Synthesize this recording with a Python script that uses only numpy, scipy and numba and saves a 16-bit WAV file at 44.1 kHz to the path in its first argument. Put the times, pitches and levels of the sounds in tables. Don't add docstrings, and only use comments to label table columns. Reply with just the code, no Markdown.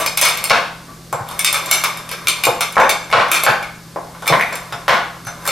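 import sys
import numpy as np
from scipy import signal
from scipy.fft import rfft, irfft, next_fast_len
from scipy.io import wavfile
from scipy.ndimage import uniform_filter1d, minimum_filter1d, map_coordinates
from numba import njit

SR = 44100
rng = np.random.default_rng(int(sys.argv[2]) if len(sys.argv) > 2 else 0)


def to_wav(s):
    ch = np.atleast_2d(s).T
    pcm = np.round(np.clip(ch, -1, 1) * 32767)
    wavfile.write(sys.argv[1], SR, pcm.astype(np.int16))


def how_loud(loudness_db):
    steps = np.asarray(loudness_db, float) / 20
    return 10 ** steps


N = 243240
BLOW_N = 8192

# (frequency [Hz], density [dB per Hz])
AIR_COLOUR = [(12, -71), (40, -39), (90, -32), (140, -15.5), (223, -12.5), (263, -13.5), (310, -14),
              (1160, -28.5), (2930, -29.5), (4550, -25.5), (14000, -34.5), (16500, -63)]
# (frequency [Hz], level [dB], width [Hz])
FRIDGE_TONES = [(124.7, -50, 6.4), (168, -45.5, 4)]
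# (frequency [Hz], side minus mid [dB])
STEREO_WIDTH = [(60, -23), (110, -6), (200, -19), (380, -18.5), (700, -14), (1290, -14.5), (2380, -13.5),
                (4400, -13), (8120, -12.5), (15000, -16)]
# (frequency [Hz], t60 [s])
ROOM_T60 = [(200, 0.39), (600, 0.5), (1500, 0.52), (4000, 0.51), (10000, 0.37)]
# (frequency [Hz], level [dB])
WALL_COLOUR = [(200, 1), (1000, -3), (3000, -2.5), (7000, -3.5), (13000, -10.5)]
# (frequency [Hz], level [dB])
GROAN_COLOUR = [(20, -12), (40, -2), (70, -0.5), (110, -8.5), (200, -58)]
# (time of strongest swing [s], peak [dB])
THUMPS = [(.516, -25.5), (0.563, -30), (1.147, -25), (1.216, -24), (1.705, -36), (2.258, -32), (2.491, -25),
          (3.151, -19), (3.187, -23), (3.499, -22), (4.317, -15), (4.356, -27), (4.742, -30.5),
          (4.903, -24), (4.937, -35), (5.274, -29)]
# (time [s], peak [dB], frequency [Hz], t60 [s])
PINGS = [
    (0.884, -36, 1150, 0.2),
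    (1.128, -16.5, 816, 0.067),
    (1.193, -25.5, 795, 0.083),
    (3.962, -37, 1150, 0.12),
    (4.418, -19, 690, 0.04),
    (5.251, -38, 6100, .15),
    (5.269, -36, 6100, .15),
]
# (time [s], pressure [dB])
PRESSURE = [(0, -13.5), (.14, -56), (.31, -31.5), (.49, -31), (.75, -46.5), (1.18, -52.5), (1.3, -33.5),
            (1.7, -29), (2.1, -39), (2.35, -33), (2.7, -42), (3.38, -43), (3.78, -51.5), (4.1, -46),
            (4.4, -33.5), (5.1, -47.5), (5.4, -40), (5.47, -27.5)]
# (time [s], peak [dB])
RIM_HITS = [
    (4.397, -6),
    (4.409, -9),
    (4.424, -10.5),
    (4.44, -21),
]
# (time [s], peak [dB], clack [dB], colour centre [Hz])
KNOCKS = [(.226, -4, -17, 990), (.318, -33, -11, 1100), (.506, 0, -6, 1150), (.519, 1.5, 0.5, 1235),
          (.545, -4.5, -17, 1130), (1.846, -11, 6.5, 1200), (2.469, -.5, -15, 685), (2.768, 0.5, -19, 925),
          (2.781, -1.5, -8, 850), (2.8, 3, -18, 950), (3.1274, 3.5, 0, 1150), (3.132, 2, -9, 1090),
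          (3.17, -1, -7.5, 1020), (3.2, -8.5, -15, 900), (3.465, 2, -3, 1157), (3.49, -3.5, -10.5, 990),
          (4.15, -27.5, -5, 1000), (4.224, -15.5, -19, 920), (4.301, -1.5, -28, 556),
          (4.325, 2, -10.5, 1150), (4.398, -36, -12, 1270), (4.524, -9.5, -15, 1090),
          (4.724, -12.5, -8.5, 930), (4.881, 3.5, -4.5, 1194), (4.895, -1.5, 0.5, 1130),
          (4.915, -5.5, -6, 860), (5.27, -13.5, -14, 990), (5.482, -21, -7, 1220)]
# (time [s], peak [dB], colour centre [Hz])
TAPS = [
    (.883, -31, 1090),
    (1.128, -7, 810),
    (1.182, -18, 860),
    (1.193, -13, 785),
    (3.9606, -8, 760),
]
# (time [s], peak [dB], pan body [dB], splintering time [s])
BURSTS = [(0.0616, -4.5, -13, 0.04), (0.1729, -4, -23, .05), (0.1739, -9.5, -1.5, 0.029),
          (0.2131, 0.5, -8, 0.048), (.2202, -1.5, -11, 0.023), (.2504, -4.5, -5, 0.11),
          (.2859, -10, -4.5, 0.088), (.3731, -13.5, -6, 0.015), (0.4399, -5, -9, 0.012),
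          (1.392, -6, -10.5, 0.015), (1.446, -1, -5.5, 0.022), (1.5276, -3.5, -24, 0.016),
          (1.5427, -11.5, -2.5, 0.12), (1.712, 1, -10.5, 0.018), (1.8379, -3.5, -13, 0.038),
          (2.1134, -16.5, -6.5, 0.11), (2.271, -9, 0.5, 0.07), (2.2833, -2.5, -10, 0.016),
          (2.4365, -8, 2, 0.061), (2.4515, -6.5, -32, 0.031), (2.6073, -6.5, -3.5, 0.06),
          (2.8929, -8, 1, 0.038), (2.8968, -6.5, -29, 0.051), (3.3154, 0, -8, 0.053),
          (3.3435, -8.5, -4.5, 0.096), (3.4355, -4, -11.5, 0.028), (4.2663, -16.5, -11, 0.11),
          (4.277, -5, -3.5, 0.023), (4.8821, -11, 2, 0.051), (5.475, -6, -12.5, 0.051)]
# (time [s], peak [dB], pan body [dB], board [dB])
CHIPS = [(.0284, -33, 4, -6), (0.4972, -12.5, 4.5, -8), (.5064, -23, 10, 8), (1.1265, -15.5, -14, 0),
         (1.288, -19.5, -14, -7), (1.3116, -23, -11, 8.5), (1.474, -23.5, 9.5, -20), (1.66, -16, -24, -40),
         (1.6905, -42.5, 20, -4), (1.9719, -20, -6, 0.5), (2.091, -20.5, -6.5, -2), (2.7237, -20, -14, -6),
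         (2.7551, -29.5, 6, 10), (2.8005, -13.5, 4, 1), (3.101, -30.5, -3, 17.5), (3.1133, -26, 4, 5),
         (3.2832, -27.5, 0, 4), (3.6267, -26.5, 2.5, 12), (4.2224, -27, -8, -12), (4.258, -26.5, 1, 5),
         (4.2943, -24.5, 5, 20.5), (4.4114, -22.5, 2, 0), (4.5261, -20.5, -2, -10), (4.554, -16, -10, -17),
         (4.724, -26.5, 5, -12), (5.2496, -30, -4, 3), (5.2685, -22.5, -7, -0.5), (5.453, -20.5, -11, 10),
         (5.464, -15, -13, -3), (5.4894, -24, 3, 4)]
# (frequency [Hz], width [Hz], level [dB])
PAN_MODES = [(1150, 157, -49), (2157, 138, 17), (3634, 196, -6), (4348, 77, 6), (5187, 186, -16.5),
             (5820, 87, -20), (6130, 114, -3.5), (7427, 114, 14.5), (8410, 120, -32), (8990, 180, 2),
             (9975, 180, -14), (11070, 260, -2.5), (12250, 220, -6)]
# (frequency [Hz], width [Hz], level [dB])
BOARD_MODES = [(507, 103, -14), (696.6, 16.5, 25), (795, 58, -5), (900, 103, 18), (1090, 115, 3.5),
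               (1150, 69, 17), (1465, 58, -4), (1540, 34, 16), (1692, 31, -15)]
# (frequency [Hz], level [dB])
SNAP = [(1200, -70.5), (3000, -7), (4500, -3.5), (6300, -3.5), (9000, 2.5), (12500, 1), (13500, 2),
        (15800, -3), (16800, 0)]
# (frequency [Hz], level [dB])
PAN_BODY = [(700, -62.5), (1600, -21.5), (2400, 7.5), (3800, -2), (6000, -6.5), (12000, -81.5)]
# (frequency [Hz], level [dB])
SLAB = [(200, -25), (400, -4.5), (600, 0.5), (900, 2), (1250, 2.5), (1700, -2), (2600, -29), (6000, -32.5),
        (14000, -123)]
# (frequency [Hz], level [dB])
CLACK = [(700, -25), (1500, -8), (2200, 6), (3200, -1.5), (4500, -7.5), (7000, -16.5), (12000, -23),
         (16000, -71)]
# (frequency [Hz], level [dB])
COUNTER = [(40, -63), (90, -12.5), (130, -0.5), (230, 22), (380, -1), (800, -83)]
# (frequency [Hz], level [dB])
RIM_COLOUR = [(700, -42), (1500, -2), (1900, 6.5), (2400, 9.5), (2900, -12.5), (6000, -36), (14000, -70)]
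# (edge [Hz], treble needed to keep what lies above [dB])
TREBLE_GATES = [(14350, -72.5), (15050, -62), (15900, -47)]


def unit(x):
    return x / np.sqrt(np.mean(x ** 2) + 1e-20)


def along(points, hz):
    f, v = np.transpose(points)
    return np.interp(np.log(hz + 1), np.log(f + 1), v)


def causal(points, hz):
    cepstrum = irfft(along(points, hz) * np.log(10) / 20)
    half = cepstrum.shape[-1] // 2
    cepstrum[..., 1:half] *= 2
    cepstrum[..., half + 1:] = 0
    return np.exp(rfft(cepstrum))


def resonances(modes, hz, extra_db, sharp):
    f, width, db = np.transpose(modes)[:, :, None]
    damping = 1j * hz * width * sharp
    shapes = damping / (f * f - hz * hz + damping)
    signs = (-1.) ** np.arange(len(f))[:, None]
    return how_loud(extra_db) @ (shapes * how_loud(0.27 * db) * signs)


def filtered(x, response):
    m = next_fast_len(N + SR) // 2 * 2
    return irfft(rfft(x, m) * response(np.fft.rfftfreq(m, 1 / SR)), m)[..., :N]


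def spread(pair, extra_db):
    side = filtered(pair[1], lambda hz: how_loud(along(STEREO_WIDTH, hz) + extra_db))
    return np.array([pair[0] + side, pair[0] - side])


def blows(events, colours, modes, ring_db, sharp, scatter_db, spikes, onset, push):
    s, db, second_db, third_db, life, *centre = np.transpose(events)[:, :, None]
    t, hz = np.arange(BLOW_N) / SR, np.fft.rfftfreq(BLOW_N, 1 / SR)
    chance = rng.standard_normal((len(s), 2 * BLOW_N + len(modes)))

    swings = uniform_filter1d(chance[:, BLOW_N:2 * BLOW_N], size=25, axis=1) * 5
    burst = chance[:, :BLOW_N] * how_loud(spikes * swings) * how_loud(-60 * t / np.clip(life, .003, .1))
    burst *= 1 + onset * np.exp(-(t / .0035) ** 2)
    burst[:, 0] = push
    burst /= np.linalg.norm(burst[:, :200], axis=1, keepdims=True)

    shifted = hz * 900 / centre[0] if centre else hz
    levels = zip((0 * db, second_db, third_db), colours, (shifted, hz, hz))
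    mix = sum(how_loud(level + trim_db) * causal(colour, f) for level, (colour, trim_db), f in levels)
    mode_db = scatter_db * chance[:, 2 * BLOW_N:]
    ring = 1 + how_loud(ring_db) * resonances(modes, hz, mode_db, sharp)

    loud_db = db + 0.95 * np.clip(db + 3.5, 0, None)
    sounds = how_loud(loud_db) * irfft(rfft(burst) * mix * ring)
    buses = np.zeros((4, N + BLOW_N))
    for k, (at, sound) in enumerate(zip(s[:, 0], sounds)):
        buses[k % len(buses), round(at * SR):][:BLOW_N] += sound
    return buses[:, :N]


def background():
    air = filtered(rng.standard_normal((2, N)), lambda hz: how_loud(along(AIR_COLOUR, hz)))
    t = np.arange(N) / SR
    drone = 0
    for hz, db, width in FRIDGE_TONES:
        drift = np.cumsum(rng.standard_normal(N)) * np.sqrt(2 * np.pi * width / SR) * 0.65
        drone = drone + how_loud(db + 4.5) * np.sin(2 * np.pi * hz * t + drift)
    return spread(how_loud(-43.5) * unit(air), extra_db=2.0) + drone


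def rumble():
    sway_db = map_coordinates(rng.standard_normal(40), [np.arange(N) * 5 / SR])
    low = filtered(rng.standard_normal(N), lambda hz: how_loud(along(GROAN_COLOUR, hz)))
    return how_loud(-51.5 + sway_db) * unit(low)


def kitchen(buses):
    noise = rng.standard_normal((len(buses), 2, SR * 3 // 4))
    hz, t, z = signal.stft(noise, SR, nperseg=256)
    decay_db = along(WALL_COLOUR, hz)[:, None] - 60 * t / along(ROOM_T60, hz)[:, None]
    tails = signal.istft(z * how_loud(decay_db), SR, nperseg=256)[1]
    u = np.arange(tails.shape[2]) / SR
    tails *= 1 - np.exp(-u / .005)
    tails *= 1 + 1.6 * np.exp(-u / .016)
    tails /= np.sqrt(SR / 60)
    return spread(signal.fftconvolve(buses[:, None], tails, axes=2).sum(0)[:, :N], extra_db=4.0)


def thumps():
    swing_hz, rise_s, fall_s = 131, 0.0054, 0.0084
    t, low = np.arange(-SR // 10, SR // 10) / SR, np.zeros(N + SR)
    swell = np.exp(-(t / np.where(t < 0, rise_s, fall_s)) ** 2 / 2)
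    for (s, db), (bend, turn) in zip(THUMPS, rng.standard_normal((len(THUMPS), 2))):
        swing = np.cos(2 * np.pi * swing_hz * (1 + 0.082 * bend) * t + 2 * turn)
        low[round(s * SR):][:len(t)] += how_loud(db) * swell * swing
    return low[SR // 10:][:N]


def pings():
    t, out = np.arange(SR // 2) / SR, np.zeros(N + SR)
    for s, db, hz, t60 in PINGS:
        envelope = how_loud(db - 60 * t / t60) * (1 - np.exp(-t / 0.0051))
        out[round(s * SR):][:len(t)] += envelope * np.sin(2 * np.pi * hz * t)
    return out[:N]


def grind():
    t = np.arange(N) / SR
    pressure_db = np.interp(t, *np.transpose(PRESSURE))

    skid_db, skid_rise_s, skid_t60_s = -17, 0.025, 0.16
    starts, u = np.zeros(N), t[:SR // 2]
    knock_at = [round(row[0] * SR) for row in KNOCKS]
    starts[knock_at] = how_loud(np.array([row[1] for row in KNOCKS]) + skid_db)
    slide = how_loud(-60 * u / skid_t60_s) * (1 - np.exp(-u / skid_rise_s))
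    skid = signal.fftconvolve(starts, slide)[:N]

    noise = rng.standard_normal((2, N))
    grains = noise * how_loud(9 * np.minimum(rng.exponential(size=(2, N)), 6) ** .6)
    hz = np.fft.rfftfreq(BLOW_N, 1 / SR)
    ringing = 1 + how_loud(12.5) * resonances(PAN_MODES, hz, np.zeros(len(PAN_MODES)), 0.69)
    bright = irfft(ringing * (causal(SNAP, hz) + 1.2 * causal(PAN_BODY, hz)))
    dull = irfft(ringing * causal(SLAB, hz))
    grit = unit(signal.oaconvolve(grains[0], bright)[:N])
    drag = unit(signal.oaconvolve(grains[1], dull)[:N])

    grit_level = how_loud(1.137 * pressure_db) + how_loud(-17) * skid
    drag_level = how_loud(pressure_db + 0.5) + skid
    return grit_level * how_loud(-6.0) * grit + drag_level * how_loud(-7) * drag


def rim():
    rows = [(s, db, -14, -30, 0.019) for s, db in RIM_HITS]
    colours = [(RIM_COLOUR, 0), (SLAB, 0), (SNAP, 0)]
    return how_loud(20) * blows(rows, colours, PAN_MODES, ring_db=-16, sharp=1.0, scatter_db=2.0,
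                           spikes=2.3, onset=0.74, push=9.1)


def knocks():
    thump_db, contact_s = -35, 0.028
    tap_clack_db, tap_s = -19, 0.011
    rows = [(s, db, clack_db, thump_db, contact_s, hz) for s, db, clack_db, hz in KNOCKS]
    rows += [(s, db, tap_clack_db, thump_db, tap_s, hz) for s, db, hz in TAPS]
    colours = [(SLAB, 0), (CLACK, -3), (COUNTER, 6)]
    return how_loud(20.5) * blows(sorted(rows), colours, BOARD_MODES, ring_db=3.5, sharp=0.7, scatter_db=0.0,
                             spikes=3.5, onset=0.52, push=34)


def cracks():
    rows = [(s, db, pan_db, board_db, 0.03) for s, db, pan_db, board_db in CHIPS]
    for s, db, pan_db, life in BURSTS:
        board_db = -11.5 + 126 * life + 1.47 * s
        rows.append((s, db, pan_db, board_db, life))
    colours = [(SNAP, 0), (PAN_BODY, 8), (SLAB, 10)]
    return how_loud(7.0) * blows(sorted(rows), colours, PAN_MODES, ring_db=15, sharp=1.0, scatter_db=0.37,
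                            spikes=4.2, onset=0.79, push=6.2)


def scene():
    buses = cracks() + knocks() + rim()
    buses[0] += grind() + pings()
    pan = buses.sum(0) + thumps() + how_loud(1.5) * kitchen(buses)
    balance = how_loud([[.45], [-.45]])
    return pan * balance + background() + rumble()


def starve(x):
    hz, _, z = signal.stft(x, SR, nperseg=1024)
    under = (hz > 12500) & (hz < TREBLE_GATES[0][0])
    treble = np.sqrt((np.abs(z[:, under]) ** 2).sum(0).mean(0))
    for edge_hz, db in TREBLE_GATES:
        z[:, hz > edge_hz] *= treble > how_loud(db)
    return signal.istft(z, SR, nperseg=1024)[1][:, :N]


@njit
def follow(peaks, fall):
    out = peaks.copy()
    for k in range(1, len(out)):
        out[k] = max(out[k], out[k - 1] * fall)
    return out


def top_cut(x):
    return signal.sosfilt(signal.butter(12, 16820, fs=SR, output="sos"), x)


def record(dry):
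    held = follow(np.maximum(np.abs(dry).max(0), .95), how_loud(-150 / SR))
    ahead = -minimum_filter1d(-held, size=17)
    gain = uniform_filter1d(1.086 / ahead, size=17)
    limited = np.clip(dry * gain, -1, 1)
    return top_cut(np.clip(starve(limited), -1, 1))


dry = scene()
out = record(dry)
to_wav(out)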